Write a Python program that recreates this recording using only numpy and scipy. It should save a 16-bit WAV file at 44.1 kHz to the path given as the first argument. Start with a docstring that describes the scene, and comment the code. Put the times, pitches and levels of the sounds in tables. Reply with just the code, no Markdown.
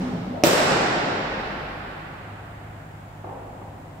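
"""A cricket bat cracks a ball once in an indoor net hall with walls of corrugated steel.
The wood rings briefly, the walls slap back and the hall rings on for seconds, while a limiter
turns the sound down and lets it back up. Feet and ball thud on the mat, and later the bat is tapped
on the ground. A motor's hum and a thin electrical whine sit under the hall's steady air noise."""
import sys
import numpy as np
from scipy import signal
from scipy.fft import rfft, irfft
from scipy.io import wavfile
from scipy.ndimage import uniform_filter1d, minimum_filter1d

SR = 44100
rng = np.random.default_rng(int(sys.argv[2]) if len(sys.argv) > 2 else 0)


def file_out(sig):
    """Save sig as 16-bit WAV at sys.argv[1]."""
    # one column per channel
    cols = np.atleast_2d(sig).T
    # limit, then scale
    lim = np.clip(cols, -1, 1)
    pcm = np.round(lim * 32767).astype(np.int16)
    wavfile.write(sys.argv[1], SR, pcm)


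N = 176400
CUTOFF_HZ = 15750


def from_db(db):
    return 10 ** (np.asarray(db) / 20)


def rms_one(x):
    return x / np.sqrt(np.mean(x ** 2) + 1e-20)


def seconds():
    return np.arange(N) / SR


def bin_hz():
    return np.maximum(np.arange(N // 2 + 1) * SR / N, 1)


def at_hz(rows, hz):
    pitches, values = np.transpose(rows)
    return np.interp(np.log(hz), np.log(pitches), values)


def in_time(rows):
    times, *columns = np.transpose(rows)
    return [np.interp(seconds(), times, column) for column in columns]


def dying(fade_s):
    """A fade. Every fade time here is the time taken to fall by 60 dB."""
    return np.exp(-np.minimum(np.log(1000) * seconds() / fade_s, 60))


def rising(rise_s):
    return 1 - np.exp(-seconds() / rise_s)


def panned(db):
    return from_db(np.array([[.5], [-.5]]) * db)


def drift(rate_hz):
    """A smooth random wobble, about 1 in size."""
    return rms_one(irfft(rfft(rng.standard_normal(N)) / (1 + (bin_hz() / rate_hz) ** 2), N))


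def delayed(x, s):
    lag = int(round(s * SR))
    return np.pad(x, ((0, 0), (max(lag, 0), max(-lag, 0))))[:, max(-lag, 0):][:, :N]


def convolve(a, b):
    return signal.fftconvolve(np.atleast_2d(a), b, axes=-1)[:, :N]


def dulled(x, cut_hz, order=1):
    return signal.sosfilt(signal.butter(order, cut_hz, fs=SR, output="sos"), x)


# How alike the two ears hear the hall. Each row: pitch in Hz, likeness (1 is the same, 0 unrelated).
EAR_LIKENESS = [(60, 0.87), (130, 1), (260, 0.91), (520, 0.56), (1000, 0.014), (2000, -0.02),
                (4000, -0.082), (12000, -0.036)]

def diffuse(colour, balance=None):
    """Noise from all sides, alike in both ears in the bass. Its colour says how strong each pitch is."""
    hz = bin_hz()
    mid, side = rfft(rng.standard_normal((2, N)))
    alike = np.clip(at_hz(EAR_LIKENESS, hz), -.99, .995)
    both = np.sqrt(1 + alike) * mid + np.sqrt(1 - alike) * side * [[1], [-1]]
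    lean = panned(at_hz(balance, hz)) if balance else 1
    return rms_one(irfft(both * lean * from_db(at_hz(colour, hz)) * (hz < CUTOFF_HZ), N))


def panels():
    """The steel wall sheets favour some pitches, making narrow peaks and dips."""
    ripple_db, width_hz = 2, 14
    grid = np.arange(0, SR / 2, width_hz)
    return from_db(ripple_db * np.interp(bin_hz(), grid, rng.standard_normal(len(grid))))


# How long the hall rings. Each row: pitch in Hz, fade time in seconds.
HALL_FADES = [(100, 4.2), (250, 3.88), (600, 3.4), (1200, 4.74), (2400, 4.29), (4000, 3.17), (6000, 2.01),
              (9000, 0.98), (15000, 0.35)]
# Which way the echoes lean. Each row: pitch in Hz, left minus right in dB.
HALL_LEAN = [(200, 0), (600, 0.6), (1200, -1.1), (2500, -3.5), (5000, 1), (6800, -6.5), (8500, -16),
             (14000, -7.5)]

def hall(colour, ring_share=1):
    """The hall answers a blow with dense echoes, and the highest pitches die first."""
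    spectrum = rfft(diffuse(colour, HALL_LEAN)) * panels()
    centres = np.geomspace(80, 16000, 16)
    place = np.interp(np.log(bin_hz()), np.log(centres), np.arange(len(centres)))
    echoes = 0
    for k, hz in enumerate(centres):
        band = irfft(spectrum * np.maximum(1 - abs(place - k), 0), N)
        echoes += band * dying(ring_share * at_hz(HALL_FADES, hz))
    return echoes * rising(.0038)


# The air noise. Each row: pitch in Hz, relative level in dB.
AIR_COLOUR = [(15, -57), (25, -15), (59, -13), (80, -8.5), (103, -12.5), (158, -10), (231, -17), (270, -14),
              (335, -16), (430, -23.5), (515, -20.5), (700, -15), (856, -16.5), (1150, -24.5),
              (1800, -27.5), (4150, -42.5), (6000, -47), (7300, -42.5), (9000, -48), (15000, -50.5)]

def air():
    """The hall's air makes a steady, low rush."""
    return from_db(-42.5) * diffuse(AIR_COLOUR)


# The echo of the bowler's delivery. 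Each row: pitch in Hz, relative level in dB.
DELIVERY_ECHO = [(60, -4), (110, 3.5), (200, 4.5), (400, 1), (750, -3.5), (1300, -9.5), (2500, -18.5),
                 (5600, -25.5), (6400, -29.5), (12000, -49)]

def delivery():
    """At the start, the hall is still ringing from the bowler's delivery."""
    return from_db(-30) * hall(DELIVERY_ECHO)


# The motor's speed. Each row: time in seconds, turns per second.
MOTOR_SPEED = [(0, 48.94), (1.5, 50.86), (2.4, 51.76), (3.3, 50.96), (4, 51.6)]
# Its hum. Each row: time in seconds, then levels in dB of the tones at 1, 2 and 3 times that speed.
MOTOR_LEVELS = [(0, -64, -57, -66), (.8, -59, -54, -70), (1.5, -45, -49.5, -56), (2.1, -54, -51, -47),
                (2.3, -56, -42.5, -62), (2.8, -55, -44.5, -54), (3.05, -59, -43.5, -47),
                (3.5, -56, -44.5, -50.5), (4, -71, -49, -50.5)]

def motor():
    """A distant motor hums three wavering tones that follow its slowly changing speed."""
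    waver_db = 1.8
    angle = 2 * np.pi * np.cumsum(in_time(MOTOR_SPEED)[0]) / SR
    return sum(np.sqrt(2) * from_db(db + waver_db * drift(2.4)) * np.sin(multiple * angle)
               for multiple, db in enumerate(in_time(MOTOR_LEVELS), 1))


def whine(hz=15003, db=-82):
    """The electrics give off a thin, steady tone."""
    return np.sqrt(2) * from_db(db) * np.sin(2 * np.pi * hz * seconds())


# Feet and ball on the mat. Each row: start in seconds, relative level in dB, pitch in Hz,
# fade time in seconds.
MAT_THUDS = [(-.01, -36, 185, 0.13), (.025, -36.5, 251.4, 0.22), (.125, -42, 169.5, 0.3),
             (.29, -45, 232.6, 0.16), (.33, -34.5, 620, 0.0069), (2.11, -49.5, 148, 0.13),
             (2.93, -53, 151.5, 0.11)]
# The noise of a thud or tap on the mat. Each row: pitch in Hz, relative level in dB.
MAT_COLOUR = [(80, -22), (200, -2.5), (380, 4), (750, 5.5), (1050, 0.5), (1500, -16.5), (3000, -29),
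              (8000, -64)]

def thuds():
    """Each soft blow is one fading tone, heard directly and through the hall."""
    room = hall(MAT_COLOUR, ring_share=.68)
    direct_db = 19.5
    out = 0
    for start, db, hz, fade_s in MAT_THUDS:
        blow = ring(hz, fade_s) * rising(.0096)   # the mat gives way softly
        boom = convolve(blow, room)
        boom /= np.std(boom[:, :SR // 10])
        out += from_db(db) * delayed(from_db(direct_db) * blow + boom, start)
    return out


def ring(hz, fade_s):
    return np.sin(2 * np.pi * hz * seconds()) * dying(fade_s)


# The tones of bat and ball. Each row: pitch in Hz, relative level in dB, fade time in seconds.
BAT_TONES = [(259, -14, 0.018), (338, -9, 0.039), (430, -10, 0.033), (603, -3, 0.028), (706, -9, 0.027),
             (1160, -17, 0.013), (2490, -3.5, 0.0076), (5530, -7.5, 0.016), (6050, -20, 0.027)]

def bat_ring():
    """Struck willow shakes briefly at several pitches of its own."""
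    return sum(from_db(db) * ring(hz, fade_s) for hz, db, fade_s in BAT_TONES)


# The first echoes. Each row: delay in seconds, relative level in dB, left minus right in dB.
WALL_SLAPS = [(.003, -15.5, 3), (.0066, -14.5, -12), (.0333, -8.5, 8), (.076, -14.5, 0), (0.097, -13, 0),
              (.141, -12.5, -1), (0.166, -15, 3), (0.283, -16, -2)]

def wall_slaps(blow):
    """Floor and walls throw the blow back, and the ridges in the steel smear each slap."""
    scatter = rng.standard_normal((2, N))
    walls = np.zeros((2, N))
    for delay, db, pan_db in WALL_SLAPS:
        smear = np.roll(scatter, rng.integers(N), axis=1) * dying(.0068)
        smear = from_db(-5.5) * rms_one(smear) / np.sqrt(N)
        smear[:, 0] += 1   # the clean bounce
        walls += from_db(db) * panned(pan_db) * delayed(smear, delay)
    return dulled(convolve(blow, walls), cut_hz=2600)   # nets and mat soak up the highs


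# The crack bouncing around the lane before it spreads. Each row: pitch in Hz, relative level in dB.
LANE_ECHO = [(110, -14), (150, 4), (205, -21), (320, 4), (560, 6.5), (850, -11), (1250, -3), (1700, -28),
             (2600, -11.5), (3800, -8), (5600, -13), (6400, -13), (7800, -19.5), (10000, -22.5),
             (15000, -42)]
# The crack as it fills the hall. Each row: pitch in Hz, relative level in dB.
CRACK_ECHO = [(50, -20), (105, -11.5), (150, -3.5), (210, -0.5), (310, -1), (560, -1), (780, 0), (1000, -5),
              (1250, -5), (1600, -6.5), (2500, -11), (3300, -15), (5500, -15), (6400, -21), (7600, -16.5),
              (9200, -28), (12500, -22), (15000, -20.5)]

def bat_crack(start_s=.437):
    """The ball snaps against the bat and rings it; the walls, the lane and the whole hall answer."""
    snap = dulled(rng.standard_normal((2, N)), cut_hz=6800)
    blow = from_db(-3.5) * snap * dying(.005) - bat_ring()
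    bass_cut = signal.butter(2, 148, "high", fs=SR, output="sos")   # a bat is too small for deep bass
    blow = signal.sosfilt(bass_cut, blow)
    near = from_db(3) * (blow + wall_slaps(blow))
    lane = from_db(-16) * diffuse(LANE_ECHO) * dying(.88)
    far = from_db(-14) * hall(CRACK_ECHO)
    return delayed(near + lane + far, start_s)


# The sizzles just after the crack. Each row: start in seconds, level in dB.
SIZZLE_BURSTS = [(.4625, -19), (0.4695, -19)]
# Their hiss. Each row: pitch in Hz, relative level in dB.
SIZZLE_HISS = [(2000, -27), (5000, -12), (10000, -5), (12500, -15), (14500, 10)]

def sizzles():
    """The sharpest wall slaps bring short, bright bursts of hiss."""
    burst = diffuse(SIZZLE_HISS, HALL_LEAN) * dying(.031)
    return sum(from_db(db) * delayed(burst, start) for start, db in SIZZLE_BURSTS)


# The bat tapped on the ground. Each row: start in seconds, relative level in dB.
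BAT_TAPS = [(3.241, -40), (3.267, -43), (3.288, -39.5), (3.385, -51), (3.47, -48.5), (3.615, -45.5)]

def bat_taps():
    """The tip of the bat knocks on the mat, which rings the wood and stirs the hall."""
    wood = from_db(9.5) * dulled(bat_ring(), cut_hz=910, order=4)   # the mat mutes the high tones
    thump = from_db(8) * diffuse(MAT_COLOUR) * dying(.088)
    knock = (wood + thump + hall(MAT_COLOUR, ring_share=.5)) * rising(.00088)
    return sum(from_db(db) * delayed(knock, start) for start, db in BAT_TAPS)


def scene():
    """All the sounds, added together."""
    return air() + delivery() + motor() + whine() + thuds() + bat_crack() + sizzles() + bat_taps()


def record(dry):
    """A limiter turns the crack down and recovers slowly; peaks are clipped and the top highs cut."""
    limit_db, recovery_db_per_s, look_ahead_s, ceiling = 3, 14, .0027, .72
    over_db = np.maximum(20 * np.log10(abs(dry).max(axis=0) + 1e-9) - limit_db, 0)
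    recovery = recovery_db_per_s * seconds()
    dip_db = np.maximum.accumulate(over_db + recovery) - recovery
    span = int(look_ahead_s * SR)
    dip_db = uniform_filter1d(-minimum_filter1d(-dip_db, span), span)   # ease in just before the peak
    clipped = np.clip(dry * from_db(-dip_db), -ceiling, ceiling)
    return signal.sosfilt(signal.ellip(12, .1, 80, CUTOFF_HZ, fs=SR, output="sos"), clipped)


dry = scene()
out = record(dry)
file_out(out)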